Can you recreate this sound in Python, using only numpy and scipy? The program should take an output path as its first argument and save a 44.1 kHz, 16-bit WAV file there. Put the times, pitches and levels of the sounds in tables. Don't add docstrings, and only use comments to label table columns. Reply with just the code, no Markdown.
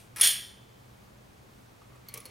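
import sys
import numpy as np
from scipy import signal
from scipy.fft import rfft, irfft
from scipy.io import wavfile
from scipy.ndimage import uniform_filter1d

SR = 44100
rng = np.random.default_rng(int(sys.argv[2]) if len(sys.argv) > 2 else 0)


def digitize_waveform(pressure):
    field = np.atleast_2d(pressure).T
    bounded = np.clip(field, -1, 1)
    quanta = np.round(bounded * 32767).astype(np.int16)
    wavfile.write(sys.argv[1], SR, quanta)


N = 101429
T = np.arange(N) / SR
LN_60_DB = np.log(1000)
LEFT_RIGHT = np.array([[1], [-1]])


def undb(db):
    return 10 ** (np.asarray(db) / 20)


def unit(x):
    return x / np.sqrt(np.mean(x ** 2))


def colour(x, points):
    points_hz, points_db = np.array(points).T
    bins_hz = np.maximum(np.arange(N // 2 + 1) * SR / N, 1)
    gain_db = np.interp(np.log(bins_hz), np.log(points_hz), points_db)
    return irfft(rfft(x) * undb(gain_db), N)


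def noise(points):
    return unit(colour(rng.standard_normal(N), points))


def fade(start_s, t60_s, hold_s=0):
    age_s = T - start_s
    decay = np.exp(-LN_60_DB * np.maximum(age_s - hold_s, 0) / t60_s)
    return (age_s >= 0) * decay


def strikes(starts_s, levels_db, t60_s):
    power = sum((undb(db) * fade(start_s, t60_s)) ** 2 for start_s, db in zip(starts_s, levels_db))
    return np.sqrt(power)


def ring(modes, starts_s, levels_db):
    out = np.zeros(N)
    age_s = T[:SR]
    tones = np.array([
        undb(db) * np.exp((2j * np.pi * hz - LN_60_DB / t60_s) * age_s)
        for hz, db, t60_s in modes])
    for start_s, level_db in zip(starts_s, levels_db):
        i = int(start_s * SR)
        phase = np.exp(2j * np.pi * rng.random(len(modes)))
        out[i:i + SR] += undb(level_db) * (phase @ tones).imag[:N - i]
    return out


# freq_hz, side_db
ROOM_WIDTH = [(400, -5), (1300, -9.5), (2400, -11), (4400, -13.5), (10000, -32.5)]
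ROOM_T60_S, ROOM_TREBLE_T60_S, ROOM_BUILD_S = 0.52, 0.39, 0.0045
NEAR_T60_S = 0.012


def in_room(x, wet_db, near_db=-19):
    split = signal.butter(2, 6000, fs=SR, output="sos")
    diffuse = rng.standard_normal((2, N))
    low = signal.sosfiltfilt(split, diffuse)
    tail = low * fade(0, ROOM_T60_S) + (diffuse - low) * fade(0, ROOM_TREBLE_T60_S)
    tail = tail * (1 - np.exp(-T / ROOM_BUILD_S))
    tail = tail / np.sqrt(np.sum(tail[0] ** 2))
    wet = signal.fftconvolve(x[None], tail[:, :SR], axes=1)[:, :N]
    mid, side = wet * undb(wet_db)

    near = rng.standard_normal(N) * fade(0, NEAR_T60_S)
    near = near[:SR] / np.sqrt(np.sum(near ** 2))
    reflections = undb(near_db) * signal.fftconvolve(x, near)[:N]
    return x + mid + (colour(side, ROOM_WIDTH) + reflections) * LEFT_RIGHT


# start_s, length_s, level_db
SLIPS = [(0.161, 0.014, -39.5), (0.183, 0.0078, -39.5), (0.197, .014, -36.5)]
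# freq_hz, rel_db
SCRAPE_COLOUR = [(200, -24), (500, -11.5), (900, -12.5), (1200, -4), (1600, -7.5), (2400, -3), (2800, -7.5),
                 (4700, -10.5), (5600, -7), (7300, -20.5), (8100, -8), (9000, -14.5), (10050, 2.5),
                 (11100, -8.5), (12000, -10.5), (16000, -18.5)]
SLIP_GRAINS_PER_S, SLIP_RELEASE_TAU_S = 4000, 0.0026


def scrape():
    grains = (rng.random(N) < SLIP_GRAINS_PER_S / SR) * rng.standard_normal(N)
    release_t60_s = SLIP_RELEASE_TAU_S * LN_60_DB
    grip = sum(undb(db) * fade(start_s, release_t60_s, length_s) for start_s, length_s, db in SLIPS)
    return grip * unit(colour(grains, SCRAPE_COLOUR))


SQUEAL_START_S, SQUEAL_LENGTH_S, SQUEAL_RELEASE_TAU_S = 0.2118, 0.0064, 0.0015
SQUEAL_HZ, SQUEAL_DB = 9830, -13.5


def squeal(waver=0.0025):
    drift = unit(uniform_filter1d(rng.standard_normal(N), size=40))
    pitch_hz = SQUEAL_HZ * (1 + waver * drift)
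    tone = np.sqrt(2) * np.sin(2 * np.pi * np.cumsum(pitch_hz) / SR)
    return undb(SQUEAL_DB) * tone * fade(SQUEAL_START_S, SQUEAL_RELEASE_TAU_S * LN_60_DB, SQUEAL_LENGTH_S)


RATTLE_PER_S, RATTLE_T60_S, RATTLE_POWER_SHARE = 600, 0.014, 0.43


def rattle():
    contacts = (rng.random(N) < RATTLE_PER_S / SR) * rng.uniform(0.5, 2, N)
    power = np.abs(signal.fftconvolve(contacts, fade(0, RATTLE_T60_S)[:SR] ** 2)[:N])
    return np.sqrt(1 - RATTLE_POWER_SHARE + RATTLE_POWER_SHARE * power / power.mean())


# start_s, clatter_db, low_modes_db, high_modes_db
BLOWS = [(0.2114, -19.5, -31.5, -25.5), (0.2312, -20, -32.5, -39), (0.2362, -17.5, -25.5, -24),
         (0.2425, -18, -27, -39), (0.2545, -30, -49.5, -30), (0.2605, -23, -32.5, -29),
         (0.2715, -20.5, -33.5, -23), (0.2905, -28, -36, -34.5), (0.3020, -32, -38, -40)]
# freq_hz, rel_db, t60_s
WHEEL_MODES = [(2644, -19, .38), (3184, -9.5, .33), (3410, -8, 0.381), (3487, -9, .34), (4330, -10, .33),
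               (4410, -11, 0.3), (5370, -14, 0.19), (5989, -15.5, 0.21), (6560, -16.5, 0.2),
               (6735, -15.5, 0.12), (7240, -14, 0.27), (8560, -16.5, .3), (9320, 1.5, 0.11),
               (9630, -9, .34), (9870, -4.5, .3), (11000, -8, .3), (12762, -11.5, .28), (14600, -11.5, .26)]
# freq_hz, rel_db
CLATTER_COLOUR = [(150, -45.5), (450, -20), (1400, -19), (1650, -2), (2600, -6), (3380, 10), (3750, -6),
                  (4350, 0), (5000, -4), (5700, 0), (6250, -13), (6650, 2), (7050, -8.5), (7900, -9.5),
                  (8700, 1), (9350, 9.5), (9850, -6), (10200, -4), (12400, -3.5), (13300, -7.5),
                  (15200, -8.5), (16000, -25.5)]
HIGH_MODES_FROM_HZ = 6000
CLATTER_T60_S, CRACK_T60_S, CRACK_REL_DB = 0.1287, 0.012, -2.5


def chatter():
    starts_s, clatter_db, low_db, high_db = np.array(BLOWS).T
    clatter = noise(CLATTER_COLOUR) * rattle() * strikes(starts_s, clatter_db, CLATTER_T60_S)
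    crack = noise(CLATTER_COLOUR) * strikes(starts_s, clatter_db + CRACK_REL_DB, CRACK_T60_S)
    low = ring([m for m in WHEEL_MODES if m[0] < HIGH_MODES_FROM_HZ], starts_s, low_db)
    high = ring([m for m in WHEEL_MODES if m[0] >= HIGH_MODES_FROM_HZ], starts_s, high_db)
    return in_room(clatter + crack, wet_db=-6.5, near_db=-16) + in_room(low + high, wet_db=-18)


# freq_hz, rel_db, t60_s
SPRING_MODES = [(3090, -3.5, 1.3), (3330, -12.5, 1.35), (3484, -0.5, 1.15)]
SPRING_DB = -45.5


def spring():
    return ring(SPRING_MODES, [SQUEAL_START_S], [SPRING_DB])


# start_s, crack_db, arm_db, lower_wheel_db, upper_wheel_db
TICKS = [(2.0859, -45.5, -46.5, -60, -35), (2.1403, -37.5, -67, -33, -34), (2.1745, -40, -62, -35.5, -35.5),
         (2.2030, -49, -64, -40.5, -60), (2.2550, -45.5, -47, -35, -40), (2.261, -55, -58, -44, -56)]
# freq_hz, rel_db, t60_s
TICK_ARM_MODES = [(4350, -5, 0.043), (4326, -1.5, 0.088), (4640, -7, 0.053)]
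# freq_hz, rel_db, t60_s
TICK_LOWER_MODES = [(8630, -22, .05), (10190, -1.5, 0.019), (10290, -2.5, 0.019)]
# freq_hz, rel_db, t60_s
TICK_UPPER_MODES = [(12020, -2, 0.035), (13900, -21, .025)]
# freq_hz, rel_db
TICK_COLOUR = [(300, 1), (1500, -10), (3500, -3), (6000, 5), (8000, -2.5), (10300, 7), (13000, -15),
               (16000, 3)]
TICK_T60_S = 0.061


def ticks():
    starts_s, crack_db, arm_db, lower_db, upper_db = np.array(TICKS).T
    crack = noise(TICK_COLOUR) * strikes(starts_s, crack_db, TICK_T60_S)
    arm = ring(TICK_ARM_MODES, starts_s, arm_db)
    wheel = ring(TICK_LOWER_MODES, starts_s, lower_db) + ring(TICK_UPPER_MODES, starts_s, upper_db)
    return in_room(crack + arm, wet_db=-9.5) + in_room(wheel, wet_db=-18)


# start_s, thud_db, plate_ring_db
KNOCKS = [(1.818, -59.5, -53), (1.956, -56.5, -63), (2.141, -54, -54), (2.160, -50, -51),
          (2.175, -49, -49.5), (2.256, -49, -66)]
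# freq_hz, rel_db, t60_s
PLATE_MODES = [(1145, 1.5, 0.057), (1246, -1.5, .06)]
# freq_hz, rel_db
KNOCK_COLOUR = [(100, -11.5), (280, 1.5), (480, 10), (720, -1.5), (900, 3), (1250, -11), (1700, -10),
                (2400, 0.5), (5000, -14), (9000, -10), (16000, -35)]
KNOCK_T60_S = 0.11


def knocks():
    starts_s, thud_db, ring_db = np.array(KNOCKS).T
    thud = noise(KNOCK_COLOUR) * strikes(starts_s, thud_db, KNOCK_T60_S)
    return thud + ring(PLATE_MODES, starts_s, ring_db)


# start_s, length_s, plate_db, wheel_db
RUBS = [(1.018, 0.096, -69.5, -90), (1.901, 0.055, -67, -73), (2.064, 0.092, -66, -61),
        (2.139, 0.055, -62, -57), (2.197, .1, -66, -63)]
# freq_hz, rel_db
RUB_PLATE_COLOUR = [(700, -22), (1060, -17), (1170, -0.5), (1290, -16), (1800, -34)]
# freq_hz, rel_db
RUB_WHEEL_COLOUR = [(1400, -37), (2000, -3.5), (2260, 2), (2480, -11), (3300, -9), (6000, -29),
                    (12000, -49)]
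RELEASE_T60_S = 0.065


def rubs(rough_db=3):
    plate, wheel = noise(RUB_PLATE_COLOUR), noise(RUB_WHEEL_COLOUR)
    roughness = undb(rough_db * noise([(80, 5), (300, -26), (2000, -100)]))
    strokes = sum(
        fade(start_s, RELEASE_T60_S, length_s) * (undb(plate_db) * plate + undb(wheel_db) * wheel)
        for start_s, length_s, plate_db, wheel_db in RUBS)
    return roughness * strokes


# start_s, length_s, level_db, centre_hz
SHIFTS = [(0.76, 0.3, -70, 88.8), (1.497, 0.164, -64, 220)]


def handling():
    return sum(
        undb(db) * noise([(hz / 4, -30), (hz, 0), (hz * 4, -30)]) * fade(start_s, RELEASE_T60_S, length_s)
        for start_s, length_s, db, hz in SHIFTS)


# freq_hz, rel_db
RUSTLE_COLOUR = [(1200, -16.5), (2400, 3), (3400, -1), (4200, -4.5), (6000, -4), (7600, -5.5), (8800, 3.5),
                 (10300, -5.5), (11500, -4), (12200, -4.5), (15000, -12.5)]
RUSTLE_DB, RUSTLE_T60_S = -55.5, 0.3


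def rustle():
    return undb(RUSTLE_DB) * noise(RUSTLE_COLOUR) * fade(0, RUSTLE_T60_S)


# freq_hz, rel_db (per Hz)
AIR_COLOUR = [(20, -15), (40, -14.5), (56, -0.5), (85, -7.5), (118, 1), (147, -8.5), (200, -5), (260, -12),
              (450, -13.5), (1100, -19), (1600, -22), (3500, -26.5), (16000, -35.5)]
# freq_hz, side_db
AIR_WIDTH = [(60, -20.5), (120, -14), (200, -4.5), (400, 1), (1300, 2.5), (4400, -4), (8000, -7.5),
             (15000, -31)]
AIR_DB, HUM_HZ, HUM_DB = -56.5, 123.3, -62.5


def room_tone(waver=0.43):
    side = colour(noise(AIR_COLOUR), AIR_WIDTH)
    air = noise(AIR_COLOUR) + side * LEFT_RIGHT
    hum_level = 1 + waver * noise([(4, -12), (30, -33.5), (200, -120)])
    hum = np.sqrt(2) * np.sin(2 * np.pi * HUM_HZ * T) * hum_level
    return undb(AIR_DB) * air + undb(HUM_DB) * hum


def scene():
    snap = in_room(scrape(), wet_db=3)
    snap = snap + in_room(squeal(), wet_db=-11, near_db=-15)
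    snap = snap + chatter() + in_room(spring(), wet_db=-19.5)
    fingers = ticks() + in_room(knocks() + rubs(), wet_db=-10) + handling()
    return snap + fingers + rustle() + room_tone()


OVERLOAD = 0.746
TOP_HZ = 15900


def record(dry):
    soft = OVERLOAD * np.tanh(dry / OVERLOAD)
    low_pass = signal.ellip(10, 0.2, 70, TOP_HZ, fs=SR, output="sos")
    return signal.sosfilt(low_pass, soft)


dry = scene()
out = record(dry)
digitize_waveform(out)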